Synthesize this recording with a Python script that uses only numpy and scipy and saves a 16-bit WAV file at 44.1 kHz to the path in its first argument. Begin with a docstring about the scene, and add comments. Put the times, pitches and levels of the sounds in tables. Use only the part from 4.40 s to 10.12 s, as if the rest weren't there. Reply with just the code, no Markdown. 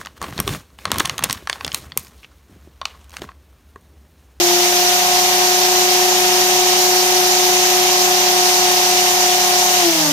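"""Two flywheels on a plastic stand, spun by a small brushed motor at about 360 turns a second, then coasting down.
The unbalanced shaft sings at multiples (orders) of the turning rate, as a sum of cosines.
A second, slower rotation, perhaps the other wheel, beats with them and adds sum and difference tones.
Brushes and bearings hiss and the wheels stir the air, both as shaped noise; a close microphone pair hears it."""
import sys
import numpy as np
from scipy import signal
from scipy.fft import rfft, irfft
from scipy.io import wavfile

SR = 44100
rng = np.random.default_rng(int(sys.argv[2]) if len(sys.argv) > 2 else 0)


def bounce(signal):
    """Save signal as a 16-bit WAV file at the path given by the first command-line argument."""
    frames = np.transpose(np.atleast_2d(signal))
    limited = np.clip(frames, -1, 1)
    pcm = np.round(limited * 32767).astype(np.int16)
    wavfile.write(sys.argv[1], SR, pcm)


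N = 252252
T = np.arange(N) / SR
HZ = np.fft.rfftfreq(N, 1 / SR)
EDGE_HZ = 15550  # upper band limit
# the motor closes in on its top speed (turns per second), then sags a little as it runs
TOP_HZ, START_HZ, SPIN_UP_S = 362.7, 350.1, .39
SAG_FROM_S, SAG_HZ_PER_S = 2.7, .74
# switched off, the shaft loses the same share of its speed in every moment
OFF_S, COAST_S = 5.39, 1.48
# once off, the pull on the shaft eases to this share within this time
COAST_PULL, RELEASE_S = .84, .13
# slower rotation, cycles per shaft turn: base value, extra at the start, rise per second during the sag
SLOWER_RATIO, SLOWER_START, SLOWER_CREEP_PER_S = .541, .006, .0022
# levels of the shaft's first four orders and of the slower rotation, away from any resonance
ORDER_DB, SLOWER_DB = [-21.5, -30.5, -40, -41.5], -40.7
# the whine swells gently a few times a second; one crest falls at the given time
THROB_HZ, THROB_CREST_S, THROB_DB = 3.41, 2.22, .68
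RING_UP_S = .025  # delay of the resonances behind the pitch
# combination tones: initial shortfall, its decay time, and change of level with no pull at all
BUILD_DB, BUILD_S, UNLOADED_DB = 2, .88, -27


def amp(db):
    """Logarithmic level: decibels to amplitude gain."""
    return 10 ** (np.asarray(db) / 20)


def read(rows, hz):
    """Logarithmic frequency scale: all columns of a table, interpolated along it."""
    f, *columns = np.transpose(rows)
    return np.array([np.interp(np.log(hz + 1), np.log(f + 1), c) for c in columns])


def wander(rate_hz):
    """Low-passed random process of rms 1, with little motion above the given rate."""
    size = 2048
    hz = np.fft.rfftfreq(size, T[-1] / size)
    slow = irfft(rfft(rng.standard_normal(size)) / (1 + (hz / rate_hz) ** 2))
    return np.interp(T, np.linspace(0, T[-1], size), slow / slow.std())


def pair(angle, level, balance_db, lead):
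    """Level and phase differences: the left is louder by balance_db and leads by lead radians."""
    left = amp(balance_db / 2) * np.cos(angle + lead / 2)
    right = amp(-balance_db / 2) * np.cos(angle - lead / 2)
    return np.sqrt(2) * level * np.array([left, right])  # level is rms


def shaft_speed():
    """Exponential approach and decay: turns per second in spin-up, slow sag and free coast."""
    spin_up = TOP_HZ - (TOP_HZ - START_HZ) * np.exp(-T / SPIN_UP_S)
    driven = spin_up - SAG_HZ_PER_S * np.maximum(T - SAG_FROM_S, 0)
    return driven * np.exp(-np.maximum(T - OFF_S, 0) / COAST_S)


def slower_ratio():
    """Frequency ratio of the slower rotation to the shaft; its drift changes the pace of the beating."""
    creep = SLOWER_CREEP_PER_S * np.maximum(T - SAG_FROM_S, 0)
    return SLOWER_RATIO + SLOWER_START * np.exp(-T / SPIN_UP_S) + creep


# Peaks and dips of stand and room: centre f/Hz, Gaussian half width f/Hz, level/dB
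RESONANCES = [(160, 18, 9), (305, 22, -2.3), (333, 3, -4), (346, 6.3, 5), (357, 2, -2), (360, 1.7, -6.3),
              (640, 14, -3), (709, 40, 4.8), (720, 7, 4.3), (922, 70, 12), (1083, 9, 4.5), (1200, 90, 5),
              (1437, 4, 4)]


def resonance(hz):
    """Resonant transfer: stand and room lift or swallow a tone gliding along this pitch curve."""
    hz = np.interp(T - RING_UP_S, T, hz)
    return amp(sum(db * np.exp(-((hz - centre) / width) ** 2) for centre, width, db in RESONANCES))


def shaft(angle, slower_angle, speed, power):
    """Rotating unbalance: harmonic orders and the slower rotation, swelling where they meet a resonance."""
    throb = amp(THROB_DB * np.cos(2 * np.pi * THROB_HZ * (T - THROB_CREST_S)))
    first, second, third, fourth = (amp(db) * resonance(order * speed) * throb
                                    for order, db in enumerate(ORDER_DB, 1))
    low = amp(SLOWER_DB) * resonance(SLOWER_RATIO * speed)
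    # each order has its own jitter of phase (except the first) and of level
    out = pair(angle, first * amp(.29 * wander(35)), balance_db=1 + 4.8 * power, lead=0)
    second_angle = 2 * angle + np.pi / 2 + .028 * wander(25)
    out += pair(second_angle, second * amp(.35 * wander(22)), balance_db=4.0, lead=.3)
    third_angle = 3 * angle + .12 * wander(15)
    out += pair(third_angle, third * amp(2.2 * wander(7.7)), balance_db=-5.5, lead=2.1)
    fourth_angle = 4 * angle + .12 * wander(15)
    out += pair(fourth_angle, fourth * amp(1.5 * wander(14)), balance_db=-1.0, lead=.47)
    return out + pair(slower_angle, low * amp(.84 * wander(14)), balance_db=-1.1, lead=.56)


# Combination tones at shaft order x shaft rate + slower order x slower rate,
# levels under full pull once built up:
# shaft order, slower order, left level/dB, right level/dB, phase lead of the left/rad
PARTIALS = [(1, -1, -48.4, -50.3, -0.1), (0, 2, -40.2, -44.5, 0.4), (2, -1, -44.4, -49.8, 2.4),
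            (1, 1, -43.4, -40.4, -2.0), (0, 3, -37.7, -37.1, 0.3), (1, 2, -30.1, -29.9, -0.1),
            (3, -1, -41.0, -37.6, 0.2), (2, 1, -35.8, -43.1, 1.1), (1, 3, -41.5, -40.9, 0.5),
            (4, -2, -44.4, -40.6, 0.7), (4, -1, -46.0, -49.9, 1.1), (3, 1, -49.3, -38.9, 0.5),
            (5, -1, -47.2, -48.8, 1.8), (4, 1, -46.7, -41.5, 3.0), (5, 0, -39.6, -44.3, 2.8),
            (4, 2, -41.6, -43.3, -0.8), (6, -1, -38.7, -40.5, 2.7), (5, 1, -35.1, -34.7, 2.6),
            (6, 0, -39.8, -47.4, 2.3), (6, 1, -44.1, -41.0, -1.3), (5, 3, -42.6, -43.8, -1.7),
            (7, 0, -43.2, -41.6, -2.6), (8, 1, -43.2, -40.5, 2.4), (9, 0, -44.0, -38.6, 2.7),
            (9, 1, -42.4, -46.1, 1.1), (10, 0, -40.7, -46.8, -1.1), (10, 1, -38.7, -39.7, 2.2),
            (13, -2, -40.2, -43.7, -1.2)]


def combination_tones(angle, slower_angle, power):
    """Intermodulation: sums and differences of the two rotations flutter and weaken with the pull."""
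    out = np.zeros((2, N))
    for shaft_order, slower_order, left_db, right_db, lead in PARTIALS:
        start = rng.uniform(0, 2 * np.pi)
        phase = shaft_order * angle + slower_order * slower_angle + start + .066 * wander(15)
        level = amp((left_db + right_db) / 2 + .85 * wander(13))
        out += pair(phase, level, left_db - right_db, lead)
    return out * amp(UNLOADED_DB * (1 - power) - BUILD_DB * np.exp(-T / BUILD_S))


# Likeness of the noise at the two sides: f/Hz, correlation coefficient
LIKENESS = [(20, .3), (120, 0.93), (530, 0.88), (800, 0.94), (1300, -0.24), (5000, 0.0044)]


def noise_pair():
    """Partial coherence: spectra of two white noises, alike to a degree set by frequency."""
    left, other = rfft(rng.standard_normal((2, N)))
    same = np.clip(read(LIKENESS, HZ)[0], -1, 1)
    return np.array([left, same * left + np.sqrt(1 - same ** 2) * other])


def treble_share():
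    """Power-complementary crossover: the share of power that goes to the hiss, the rest to the air."""
    return 1 / (1 + (1550 / (HZ + 1)) ** 12)


# Air stirred by the wheels, its level at each pitch, before flutter and speed scaling:
# f/Hz, left level/dB per Hz, right level/dB per Hz
AIR = [(20, -66, -70), (70, -70.5, -73), (128, -71, -66), (284, -69.5, -76.5), (364, -59.5, -72),
       (450, -70, -69), (498, -68, -69), (543, -58.5, -68), (714, -64, -54.5), (804, -56, -52.5),
       (970, -57.5, -55.5), (1210, -62, -63), (1520, -70.5, -71.5)]


def stirred_air(noise, relative_speed):
    """Turbulence noise: broadband flow sound that sinks as the wheels slow."""
    spectrum = noise * amp(read(AIR, HZ)) * np.sqrt(1 - treble_share())
    return irfft(spectrum, N) * amp(.73 * wander(11)) * relative_speed ** .36


def scrape(angle, slower_angle):
    """Cyclic roughness under the brushes, repeated each turn, with sidebands at the slower rate."""
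    size = 4096  # points around one turn
    orders = np.arange(size // 2 + 1)
    heard = (orders >= 4) & (orders <= 40)
    place = (angle / (2 * np.pi) * size).astype(int) % size
    out = np.zeros((2, N))
    for side in range(-3, 4):  # sideband number
        a, b = rng.standard_normal((2, 2, len(orders)))
        track = np.fft.ifft((a + 1j * b) * heard / (1 + (orders / 17) ** 2), size)
        turn = np.exp(1j * (side * slower_angle + .76 * wander(6.9)))
        out += (track[:, place] * turn).real
    return out / out.std()


# Spectral shape of brushes and bearings, applied to noise and scrape alike:
# f/Hz, left level/dB per Hz, right level/dB per Hz
HISS = [(1630, -56.5, -57.5), (2520, -55.5, -57), (2780, -52, -55.5), (3350, -55, -55), (4600, -54, -53),
        (5820, -51.5, -50.0), (6100, -52, -49), (7250, -58, -55), (7920, -63.5, -60.5), (9280, -56.5, -63),
        (9650, -65, -65.5), (11700, -59, -62), (13600, -59, -59), (14000, -65, -64.5)]


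def friction_hiss(noise, angle, slower_angle, relative_speed):
    """Sliding friction: noise and scrape, modulated by contact pressure, sinking as the shaft slows."""
    source = noise * amp(-.62) + amp(-14.5) * rfft(scrape(angle, slower_angle))
    grit = source * amp(read(HISS, HZ)) * np.sqrt(treble_share())
    # the contact keeps shifting, so each region of the hiss flickers on its own
    edges = np.append(np.linspace(0, EDGE_HZ, 9), SR)
    hiss = np.zeros((2, N))
    for lo, hi in zip(edges, edges[1:]):
        hiss += irfft(grit * (HZ >= lo) * (HZ < hi), N) * amp(.94 * wander(20))
    # contact pressure swings with both rotations and their sum, and drifts
    swing = .018 * np.cos(slower_angle) + .015 * np.cos(angle) + .018 * np.cos(angle + slower_angle)
    return hiss * (1 + swing) * amp(.2 * wander(23)) * relative_speed ** .89


def rush(angle, slower_angle, speed):
    """Superposition of stirred air and friction hiss, grown from one noise pair."""
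    noise = noise_pair()
    relative_speed = speed / speed.max()
    air = stirred_air(noise, relative_speed)
    hiss = friction_hiss(noise, angle, slower_angle, relative_speed)
    return np.sqrt(SR / 2) * (hiss + air)  # level per Hz to sample amplitude


def scene():
    """Phase as the integral of frequency: one shaft speed sets the pace of everything that turns."""
    speed = shaft_speed()
    power = 1 - (1 - COAST_PULL) * np.clip((T - OFF_S) / RELEASE_S, 0, 1)
    angle = 2 * np.pi * np.cumsum(speed) / SR
    slower_angle = 2 * np.pi * np.cumsum(slower_ratio() * speed) / SR + .06 * wander(12)
    tones = shaft(angle, slower_angle, speed, power) + combination_tones(angle, slower_angle, power)
    return tones + rush(angle, slower_angle, speed)


def record(dry):
    """Linear-phase low-pass filtering: the upper band limit."""
    low_pass = signal.firwin(511, EDGE_HZ, window=("kaiser", 9), fs=SR)
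    return signal.oaconvolve(dry, low_pass[None], "same")


dry = scene()
out = record(dry)
bounce(out)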